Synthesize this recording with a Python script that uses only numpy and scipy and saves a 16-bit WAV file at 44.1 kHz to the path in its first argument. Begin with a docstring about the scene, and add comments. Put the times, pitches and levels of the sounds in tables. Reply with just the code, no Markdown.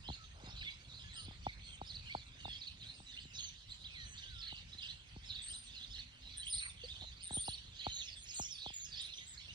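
"""Starlings on overhead wires

Near birds whistle, warble and rasp, and one keeps repeating a zigzag chirrup. Each voice is one tone
from the bird's voice box, shaken to make it hoarse. The rest of the flock blurs into far chatter with
outdoor echoes. Far traffic rumbles and hums, and the hand-held camera's body knocks now and then."""
import sys
import numpy as np
from scipy import signal
from scipy.fft import rfft, irfft, next_fast_len
from scipy.io import wavfile
from scipy.ndimage import uniform_filter1d, map_coordinates

SR = 44100
rng = np.random.default_rng(int(sys.argv[2]) if len(sys.argv) > 2 else 0)


def transcribe(signal):
    """Save signal, clipped to [-1, 1], as a 16-bit WAV file at the path in sys.argv[1]."""
    frames = np.atleast_2d(signal).T
    limited = np.clip(frames, -1, 1)
    pcm = np.round(limited * 32767).astype(np.int16)
    wavfile.write(sys.argv[1], SR, pcm)


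N = 420713

# base loudness of the far flock: time_s, level_db
FLOCK_LEVEL = [(0.0, -59), (5.3, -58.5), (6.4, -57.5), (7.78, -57.5), (7.92, -56.5), (8.56, -61),
               (8.9, -56.5), (9.06, -56), (9.54, -57)]
STEPS = np.arange(-4, 5) / 4  # points in a note: -1 start, 0 loudest, 1 end


def amp(db):
    """Turn decibels into a gain."""
    return 10 ** (np.asarray(db) / 20)


def unit(x):
    """Scale to an average power of 1."""
    return x / np.sqrt(np.mean(np.abs(x) ** 2) + 1e-20)


def along(points, hz):
    """Read between (hz, value) points on a log scale."""
    known_hz, values = np.transpose(points)
    return np.interp(np.log(hz + 1), np.log(known_hz + 1), values)


def curve(rows):
    """Join (time, level) points into one value per sample."""
    return np.interp(np.arange(N) / SR, *np.transpose(rows))


def wobble(rate, size=N):
    """A smooth random curve through rate points a second."""
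    points = rng.standard_normal(int(size * rate / SR) + 4)
    return map_coordinates(points, [np.arange(size) * rate / SR])


def filtered(x, response):
    """Multiply each frequency in x by response(hz)."""
    size = next_fast_len(N + SR // 2)
    return irfft(rfft(x, size) * response(np.fft.rfftfreq(size, 1 / SR)), size)[..., :N]


def add(track, start_s, sound):
    """Mix a sound into the track."""
    part = track[max(round(start_s * SR), 0):][:len(sound)]
    part += sound[:len(part)]


def rush(spectrum, alike, patchy_db):
    """Stereo noise with louder and softer patches; alike=1 makes both sides equal."""
    noise = signal.stft(rng.standard_normal((2, N)), nperseg=512)[2]
    patches = uniform_filter1d(uniform_filter1d(rng.standard_normal(noise.shape[1:]), 6, 0), 10, 1)
    pair = signal.istft(noise * amp(patchy_db * unit(patches)), nperseg=512)[1][:, :N]
    middle, side = filtered(pair, lambda hz: amp(along(spectrum, hz)))
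    turn = np.arccos(alike) / 2
    return unit(np.cos(turn) * middle + np.sin(turn) * np.array([side, -side]))


def sing(track, note, hoarse, flutter_hz=None, edge_s=0.0054):
    """Add one tone through (time, pitch, level) points; hoarseness shakes its size and phase."""
    flutter_hz = flutter_hz or 160 + 650 * hoarse
    times, hz, db = np.transpose(note)
    t = np.arange(times[0] - edge_s, times[-1] + edge_s, 1 / SR)
    fade = np.clip(np.minimum(t - t[0], t[-1] - t) / (2 * edge_s), 0, 1) ** 2
    shake = wobble(flutter_hz, len(t)) + 1j * wobble(flutter_hz, len(t))
    share = np.clip(hoarse, 0, 1)  # 0 is clear, 1 is all rasp
    pitch = uniform_filter1d(np.interp(t, times, hz), size=SR // 250)  # rounds the turns
    pitch *= 1 + .006 * wobble(45, len(t))  # a slight waver
    wave = np.exp(2j * np.pi * np.cumsum(pitch) / SR)
    overtone = amp(-31 + 20 * np.log2(pitch / 6500)) * wave ** 2  # clearer on high notes
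    tone = np.real((np.sqrt(2 - 2 * share) + np.sqrt(share) * shake) * (wave + overtone))
    breakup_db = 3.5 * np.sqrt(share) * wobble(90, len(t))
    add(track, t[0], fade * amp(np.interp(t, times, db) + breakup_db) * tone)


def swell(rise_s, fall_s, swell_db_per_s=122.5, fade_db_per_s=88):
    """A note grows and dies away: times from its loudest point, and dB below it."""
    offset_s = np.where(STEPS < 0, rise_s, fall_s) * STEPS
    return offset_s, np.where(STEPS < 0, swell_db_per_s, fade_db_per_s) * abs(offset_s)


def far_birds(count=1000):
    """Short, slightly hoarse chirps rise, fall or peak at random moments."""
    out = np.zeros(N)
    for when, pitch, bend, tilt, life, softness in rng.random((count, 6)):
        start_s, length_s = when * N / SR, .012 + .045 * life ** 3
        hz = 2600 * 1.95 ** pitch
        db = -9 * softness - 16 * abs(np.log2(hz / 3700))
        note = [(start_s, hz * (1 - .2 * tilt), db - 4.5),
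                (start_s + length_s / 2, hz * (.95 + 0.14 * bend), db),
                (start_s + length_s, hz * (0.75 + 0.35 * tilt), db - 2)]
        sing(out, note, hoarse=.4, flutter_hz=400)
    return amp(curve(FLOCK_LEVEL)) * unit(out)


def haze(join_in):
    """The farthest birds blur into a hiss that swells a little with the flock."""
    # tone colour of the blurred flock and air: frequency_hz, relative_db
    spectrum = [(710, -21), (1200, -23), (1840, -9), (4110, -7), (5430, -14), (6590, -12.5), (7330, -21.5),
                (8700, -19), (9280, -24.5), (10200, -38.5), (13800, -45.5), (15500, -36.5)]
    return amp(0.71 * curve(FLOCK_LEVEL) - 18.5) * join_in ** .5 * rush(spectrum, 0.27, patchy_db=4.3)


def traffic():
    """Far traffic makes a low, lumpy rumble."""
    # loudness of the traffic: time_s, level_db
    levels = [(0.0, -54), (.6, -53.5), (2.63, -57), (5.98, -56.5), (9.19, -63), (9.54, -54.5)]
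    # tone colour of the rumble: frequency_hz, relative_db
    spectrum = [(13, -36.5), (28, -0.5), (50, 3), (107, -3.5), (130, -7), (167, -12), (381, -28.5),
                (701, -30.5), (1600, -26), (2080, -68), (3520, -120)]
    return amp(curve(levels) + 1.3 * wobble(6)) * rush(spectrum, 0.92, patchy_db=2.2)


def chirrups(track):
    """One bird repeats a zigzag, a little different each time."""
    # shape of the zigzag: offset_s, pitch_hz, relative_db
    zigzag = [(-.029, 3400, -14), (-.012, 4200, -8), (-.005, 5300, 0), (.014, 5150, 0), (.031, 3800, 0),
              (.04, 4480, -2), (.05, 3300, -6), (.055, 3250, -22), (.063, 3400, -12), (.074, 4050, -4),
              (.086, 4600, -1), (.101, 3450, -5)]
    # each chirrup: time_s, level_db, pitch_factor, length_factor, opening_db
    calls = [(0.055, -48.5, .98, 1.0, -15), (1.168, -53, .98, 1.0, -6), (1.875, -45, 1.02, 1.0, -12),
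             (2.59, -45, 1.0, 1.02, -14), (3.358, -46, 1.03, 1.02, -11), (4.394, -44, 1.0, 1.02, -13),
             (5.264, -49, 1.02, 1.08, -10), (5.914, -46, 1.0, 1.0, -12), (6.508, -42, 1.0, 0.98, -11),
             (7.459, -43, 1.0, 0.98, -13), (7.767, -46.5, 1.0, 1.0, -26), (8.97, -45, 0.91, 1.0, -26)]
    for time_s, db, pitch, length, opening_db in calls:
        note = np.array(zigzag) * [length, pitch, 1] + [time_s, 0, db]
        note[:4, 2] += opening_db  # softens the rise and first top
        sing(track, note, hoarse=.08, flutter_hz=330)


def echoes(x, decay_s):
    """Ground, trees and walls scatter the sound back; treble dies sooner."""
    hz, t, noise = signal.stft(rng.standard_normal((2, SR // 2)), SR, nperseg=256)
    fade = amp(-60 * t / decay_s * (0.18 + hz[:, None] / 9000))
    tail = signal.istft(noise * fade, SR, nperseg=256)[1]
    delayed = np.pad(x, (300, 0))[None]
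    return signal.fftconvolve(delayed, tail / np.linalg.norm(tail[0]), axes=1)[:, :N]


def shell_tones(t):
    """The camera's shell rings for a few cycles, one row per tone."""
    # tones of the shell: pitch_hz, relative_db, ring_s
    tones = [(814, 7.5, 0.009), (1260, 1, 0.0064), (422, -15, 0.012)]
    rings = np.array([amp(db - 60 * t / ring_s) * np.sin(2 * np.pi * hz * t) for hz, db, ring_s in tones])
    return rings * (1 - np.exp(-t / 0.0029)) ** 2


def knocks(track):
    """A blow rings the shell, and a low tone follows it, sliding down in pitch."""
    # blows on the camera body: time_s, base_db, extra_thump_db
    blows = [(0.088, -42.5, 6), (0.101, -42.5, 5.5), (0.435, -62, 21), (0.473, -47.5, 4),
             (1.282, -55.5, 16), (1.31, -49.5, -4), (1.467, -29, -6), (1.815, -33, -7.5), (2.15, -29.5, -9),
             (2.454, -38, -7), (2.48, -41.5, -5.5), (3.002, -51, 3), (3.253, -66, 20), (4.526, -47, 2),
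             (4.748, -72, 23), (5.163, -54.5, 14.5), (7.021, -55, 10), (7.308, -42, 4), (7.331, -50.5, 4),
             (7.37, -46.5, 13.5), (7.482, -33, -6.5), (7.867, -27.5, -7), (8.397, -35, -1.5),
             (8.662, -36, -7), (8.703, -49, -2)]
    t = np.arange(SR // 12) / SR
    tones = shell_tones(t)
    phase = 2 * np.pi * np.cumsum(45 + 500 * np.exp(-t / 0.00637)) / SR
    thump = np.sin(phase) * (1 - np.exp(-t / 0.028)) * amp(-60 * t / 0.085)
    for time_s, db, thump_db in blows:
        ring = amp(1.5 * rng.standard_normal(len(tones))) @ tones  # each blow hits another spot
        add(track, time_s - .001, amp(db + 19.5) * ring + amp(db + thump_db + 11.5) * thump)


def glides(track):
    """Near birds hold a note or slide straight up or down."""
    # sliding notes: loudest_s, swell_s, fade_s, from_hz, to_hz, level_db, hoarseness
    notes = [ (0.219, 0.046, 0.038, 1344, 1275, -62.5, 0.2), (.446, .008, .012, 5000, 2850, -64, 0.1),
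             (.5, 0.061, .04, 4690, 5700, -61.5, 0.2), (.507, 0.0068, 0.01, 5600, 3140, -53, 0.15),
             (0.623, 0.014, 0.013, 2990, 1806, -44.5, 1), (.675, 0.014, 0.032, 2090, 2330, -47.5, 0.2),
             (1.025, 0.034, 0.003, 3270, 3480, -52.5, 0.94), (1.042, 0.0031, 0.055, 1700, 1688, -61, 0.1),
             (1.124, .035, .025, 4070, 3920, -58, .6), (1.193, 0.036, 0.016, 2910, 3000, -52.5, 0.4),
             (1.2, 0.07, 0.049, 1423, 1218, -66, 0.03), (1.49, 0.017, 0.022, 2440, 2054, -50, 0.24),
             (1.665, 0.033, 0.032, 4270, 4150, -59, 0.3), (1.727, 0.062, 0.038, 3320, 3080, -53.5, 0.43),
             (2.074, 0.011, 0.02, 3120, 2750, -52, 0.24), (2.12, 0.027, 0.011, 2100, 2400, -46.5, 0.37),
             (2.14, 0.045, 0.096, 4530, 4150, -56, .6), (2.46, 0.078, 0.065, 2960, 2600, -55.5, .3),
             (2.452, 0.0095, 0.015, 3960, 3400, -47.5, .3), (2.508, 0.024, 0.071, 3420, 3220, -47, 0.43),
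             (2.825, .027, .027, 4470, 3200, -53.5, 0.25), (2.89, .04, 0.051, 3800, 4070, -54, 0.97),
             (3.008, 0.15, 0.12, 9660, 7200, -65.5, 0.2), (3.102, 0.043, 0.053, 4040, 3470, -52.5, .5),
             (3.254, 0.16, 0.14, 8670, 6300, -67, 0.75), (3.18, 0.013, 0.015, 2715, 2970, -46.5, 0.6),
             (3.355, 0.014, 0.038, 3870, 3700, -51.5, 0.56), (3.42, .04, 0.061, 3300, 3000, -50, 0.94),
             (3.72, 0.025, 0.054, 7600, 7050, -62, 0.2), (3.715, 0.0098, 0.017, 4250, 3940, -48, 0.6),
             (3.999, 0.031, 0.069, 4080, 4050, -56.5, .5), (4.11, 0.064, 0.094, 8980, 7100, -63, 0.7),
             (4.238, 0.025, 0.011, 3470, 2810, -51, 0.5), (4.525, 0.053, 0.063, 3110, 2835, -50, 0.75),
             (4.794, 0.014, 0.0074, 4040, 4000, -49, 0.36), (4.862, 0.035, 0.055, 2830, 3260, -49, .9),
             (4.894, 0.0095, 0.03, 3680, 4350, -49.5, 0.26), (5.305, 0.0051, 0.16, 3855, 3510, -46, 0.78),
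             (5.499, 0.017, 0.012, 4250, 5200, -56.5, 0.4), (5.52, .02, 0.011, 3000, 3320, -53, 0.23),
             (5.777, 0.015, 0.02, 4300, 3750, -49.5, 0.14), (6.258, 0.0088, 0.1, 3950, 3980, -56, 0.6),
             (6.41, 0.02, 0.015, 3970, 3980, -51, 0.3), (6.433, 0.011, .008, 3110, 3230, -49.5, 0.52),
             (6.635, 0.04, 0.037, 2530, 2206, -50, 1.1), (6.65, 0.054, 0.046, 1500, 1350, -63.5, 1.13),
             (7.336, 0.014, 0.035, 4040, 3500, -49, .3), (7.385, 0.017, 0.035, 3060, 3670, -47, 0.18),
             (7.5, 0.19, 0.023, 9700, 9400, -51, 0.8), (7.93, 0.065, 0.072, 4010, 3830, -48, .8),
             (7.905, 0.011, 0.023, 3170, 3010, -48, 0.4), (8.0, 0.014, 0.027, 4315, 3400, -45, 0.74),
             (7.974, 0.056, 0.097, 6630, 6500, -47, 0.67), (8.086, 0.0088, 0.012, 3430, 3530, -50, .5),
             (8.135, 0.13, 0.019, 6250, 4400, -52, 1.03), (8.21, 0.013, 0.041, 8300, 10060, -58.5, 0.55),
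             (8.312, 0.066, 0.012, 4960, 6620, -55, 0.8), (8.369, 0.029, 0.029, 8220, 8130, -49, 0.17),
             (8.409, 0.22, 0.1, 6810, 6720, -44, 1.2), (8.419, 0.027, 0.0098, 8360, 4860, -44.5, 0),
             (8.519, 0.017, 0.032, 6100, 4500, -47.5, 0.27), (8.545, 0.027, 0.065, 10260, 8570, -65, 0.2),
             (8.598, 0.054, 0.1, 4580, 4090, -52.5, 0.4), (8.67, 0.013, 0.049, 3260, 3320, -49.5, 0.65),
             (8.782, 0.052, 0.084, 7200, 6290, -46, 0.8), (8.865, 0.021, 0.058, 5550, 4530, -56.5, 1.1),
             (8.935, 0.017, 0.022, 4850, 4140, -52, 0.1), (8.985, .03, .035, 5150, 4900, -51.5, 1),
             (9.185, 0.0098, 0.015, 3130, 3800, -49, 0), (9.018, 0.019, 0.013, 5800, 10300, -54, 1.1),
             (9.064, 0.028, 0.023, 9260, 9850, -60.5, 0.5), (9.138, 0.018, 0.012, 4360, 3050, -47.5, 0.5),
             (9.225, 0.023, 0.025, 1980, 2040, -60, 0.2), (9.18, 0.045, 0.074, 5780, 6760, -56, 0.74),
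             (9.504, 0.021, 0.019, 2640, 3020, -50, 0.07)]
    for loudest_s, swell_s, fade_s, from_hz, to_hz, db, hoarse in notes:
        offset_s, drop_db = swell(swell_s, fade_s)
        pitch = from_hz + (to_hz - from_hz) * (offset_s + swell_s) / (swell_s + fade_s)
        sing(track, np.c_[loudest_s + offset_s, pitch, db - drop_db], hoarse)


def scuffs(track):
    """Rubbing fingers ring the shell with uneven grains of friction."""
    # finger rubs: start_s, length_s, level_db
    rubs = [(0.312, 0.24, -65.5), (7.01, 0.048, -62), (7.342, 0.053, -61.5)]
    ring = shell_tones(np.arange(SR // 400) / SR).sum(0)
    for start_s, length_s, db in rubs:
        size = round(length_s * SR)
        grains = rng.standard_normal(size) * amp(3.1 * wobble(149, size)) * np.hanning(size) ** .5
        add(track, start_s, amp(db) * unit(np.convolve(grains, ring)))


def arches(track):
    """Near birds chirp up to a top pitch and down again."""
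    # arched chirps: top_s, rise_s, fall_s, foot_hz, top_hz, level_db, hoarseness
    chirps = [ (0.594, 0.01, 0.035, 3780, 4040, -49.5, 0.2), (0.653, .027, 0.042, 3250, 3550, -47.5, 0.35),
              (.975, 0.07, 0.033, 3690, 4190, -56, 0.8), (3.43, .095, 0.067, 5870, 6590, -47.5, 0.4),
              (3.864, .024, .014, 2800, 4000, -48, 0), (4.11, 0.12, 0.14, 5590, 6260, -58.5, 0.2),
              (4.187, 0.013, 0.019, 3650, 4900, -53, 0.56), (4.734, 0.0062, 0.016, 3220, 3870, -53.5, 0.1),
              (4.829, .017, 0.03, 3900, 5050, -51.5, 0.7), (4.87, .009, 0.011, 4000, 5020, -56, 0),
              (5.553, 0.024, 0.016, 3350, 4050, -49, 0.5), (5.706, .013, 0.012, 3000, 3600, -59, 0.3),
              (5.76, 0.012, 0.0063, 4250, 5410, -53.5, 0.1), (5.666, 0.0099, 0.016, 3800, 4400, -62, 0.2),
              (5.84, 0.021, 0.015, 3050, 4050, -49.5, 0.3), (6.44, 0.0076, 0.0039, 3850, 4600, -53.5, .2),
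              (6.482, 0.017, 0.016, 2750, 3400, -43, 0.5), (6.682, 0.011, .012, 3800, 4450, -56.5, 0.1),
              (6.845, 0.014, 0.023, 3720, 4620, -53, 0.3), (6.922, 0.041, 0.011, 3105, 3735, -45.5, 0.3),
              (7.04, 0.045, 0.085, 3650, 4080, -52, 0.7), (7.223, 0.019, 0.016, 3720, 5240, -54, .14),
              (7.67, 0.0091, 0.018, 3330, 4280, -57.5, 0.08), (8.297, 0.013, 0.027, 3790, 5410, -51.5, 0.3),
              (8.374, 0.019, 0.019, 3550, 4620, -49.5, 0.08), (8.455, 0.021, 0.016, 5080, 6040, -45.5, 0.2),
              (8.624, 0.045, 0.053, 3490, 3970, -49.5, 0.7), (9.383, 0.01, 0.023, 3610, 4450, -53, 0.2),
              (9.302, 0.056, 0.052, 6400, 7900, -53, 0.9)]
    for top_s, rise_s, fall_s, foot_hz, top_hz, db, hoarse in chirps:
        offset_s, drop_db = swell(rise_s, fall_s)
        pitch = foot_hz + (top_hz - foot_hz) * (1 - abs(STEPS) ** 1.6)
        sing(track, np.c_[top_s + offset_s, pitch, db - drop_db], hoarse)


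def squeals(track):
    """Near birds give piercing high squeals."""
    # one list of points per squeal: time_s, pitch_hz, level_db
    notes = [
        [(1.125, 7770, -72), (1.145, 8130, -58), (1.169, 8730, -53), (1.197, 8740, -56), (1.225, 9100, -60.5),
         (1.26, 9120, -63)],
        [(1.63, 7690, -79), (1.666, 8270, -65), (1.73, 8250, -66), (1.755, 8430, -60), (1.78, 8300, -80)],
        [(5.415, 7360, -60), (5.428, 8370, -52), (5.445, 8000, -49.5), (5.49, 8620, -51), (5.52, 8750, -46),
         (5.538, 8060, -52), (5.552, 8800, -48), (5.62, 8870, -58), (5.69, 8350, -62.5)],
        [(6.455, 7770, -50), (6.471, 8900, -52), (6.487, 9460, -48.5), (6.533, 9040, -37), (6.567, 8950, -41.5),
         (6.623, 8970, -47), (6.701, 8950, -52.5), (6.73, 8550, -68)],
        [(7.31, 7430, -56), (7.332, 8700, -44), (7.35, 9060, -39), (7.424, 8930, -39), (7.44, 8770, -49),
         (7.488, 9100, -51.5), (7.53, 8930, -55), (7.57, 9040, -75)],
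    ]
    for note in notes:
        sing(track, note, hoarse=.2)


def engine_hum():
    """A far engine hums faintly, drifting in pitch."""
    # one list of points per hum: time_s, pitch_hz, level_db
    hums = [
        [(2.2, 268, -79), (2.9, 265, -77), (3.5, 238, -79)],
        [(5.25, 228, -78), (6.4, 260, -75)],
    ]
    out = np.zeros(N)
    for note in hums:
        sing(out, note, hoarse=.21, flutter_hz=57, edge_s=.11)
    return out


def falling_whistle(track):
    """A bird lets one long, thin whistle fall."""
    # path of the whistle: time_s, pitch_hz, level_db
    note = [(3.9, 2570, -58), (3.942, 2450, -57), (3.98, 1960, -56), (4.03, 1840, -56), (4.07, 1780, -68),
            (4.2, 1610, -71), (4.3, 1560, -64), (4.365, 1390, -66), (4.5, 1300, -71)]
    sing(track, note, hoarse=.02)


def rattles(track, beats_per_s=175, dip_db=22):
    """A bird's high tone pulses so fast that it buzzes."""
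    # buzzy rattles: start_s, length_s, pitch_hz, level_db
    buzzes = [(8.158, 0.039, 8300, -50.5), (6.371, 0.05, 8860, -41), (7.227, 0.06, 8880, -41.5)]
    for start_s, length_s, hz, db in buzzes:
        t = np.arange(0, length_s, 1 / SR)
        level_db = db - dip_db * np.sin(np.pi * beats_per_s * t) ** 2
        sing(track, np.c_[start_s + t, np.full_like(t, hz), level_db], hoarse=.4)


def pip(track):
    """One low, soft pip sounds."""
    # path of the pip: time_s, pitch_hz, level_db
    note = [(6.832, 500, -87), (6.838, 475, -47), (6.859, 515, -55.5)]
    sing(track, note, hoarse=.024, flutter_hz=60)


def microphones(x, left_lag_s=0.0002195):
    """The two microphone openings differ in tone, and the left hears later."""
    # balance of the openings: frequency_hz, left_minus_right_db
    balance = [(700, 0.5), (1500, -2.5), (3000, -3.5), (5500, -7.5), (8000, 0.5)]
    sides = np.array([[.5], [-.5]])
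    return filtered(x, lambda hz: amp(sides * along(balance, hz))
                    * np.exp(-2j * np.pi * sides * hz * left_lag_s))


def scene():
    """Mix birds, echoes, traffic and camera handling in stereo."""
    near, handling = np.zeros((2, N))
    for call in (squeals, falling_whistle, arches, glides, rattles, chirrups):
        call(near)
    near_level = uniform_filter1d(np.abs(filtered(near, lambda hz: hz < 6000)), size=SR // 10)
    join_in = unit(np.sqrt(0.17 + unit(near_level)))  # the flock answers its neighbours
    far = far_birds() * join_in
    bright = filtered(near, lambda hz: hz ** 4 / (hz ** 4 + 2300 ** 4))  # low whistles barely echo
    birds = near + far + amp(-8) * echoes(bright, .26) + amp(-5.5) * echoes(far, .11)
    background = haze(join_in) + engine_hum() + traffic()
    for sound in (knocks, scuffs, pip):
        sound(handling)
    left = np.pad(handling, (round(.00007 * SR), 0))[:N]  # reaches the left later through the shell
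    return microphones(birds + background + np.array([left, handling]))


def record(dry, bass_hz=33, top_hz=15670):
    """The camera weakens the deepest bass and cuts off the highest treble."""
    return filtered(dry, lambda hz: (hz < top_hz) * hz ** 4 / (hz ** 4 + bass_hz ** 4))


dry = scene()
out = record(dry)
transcribe(out)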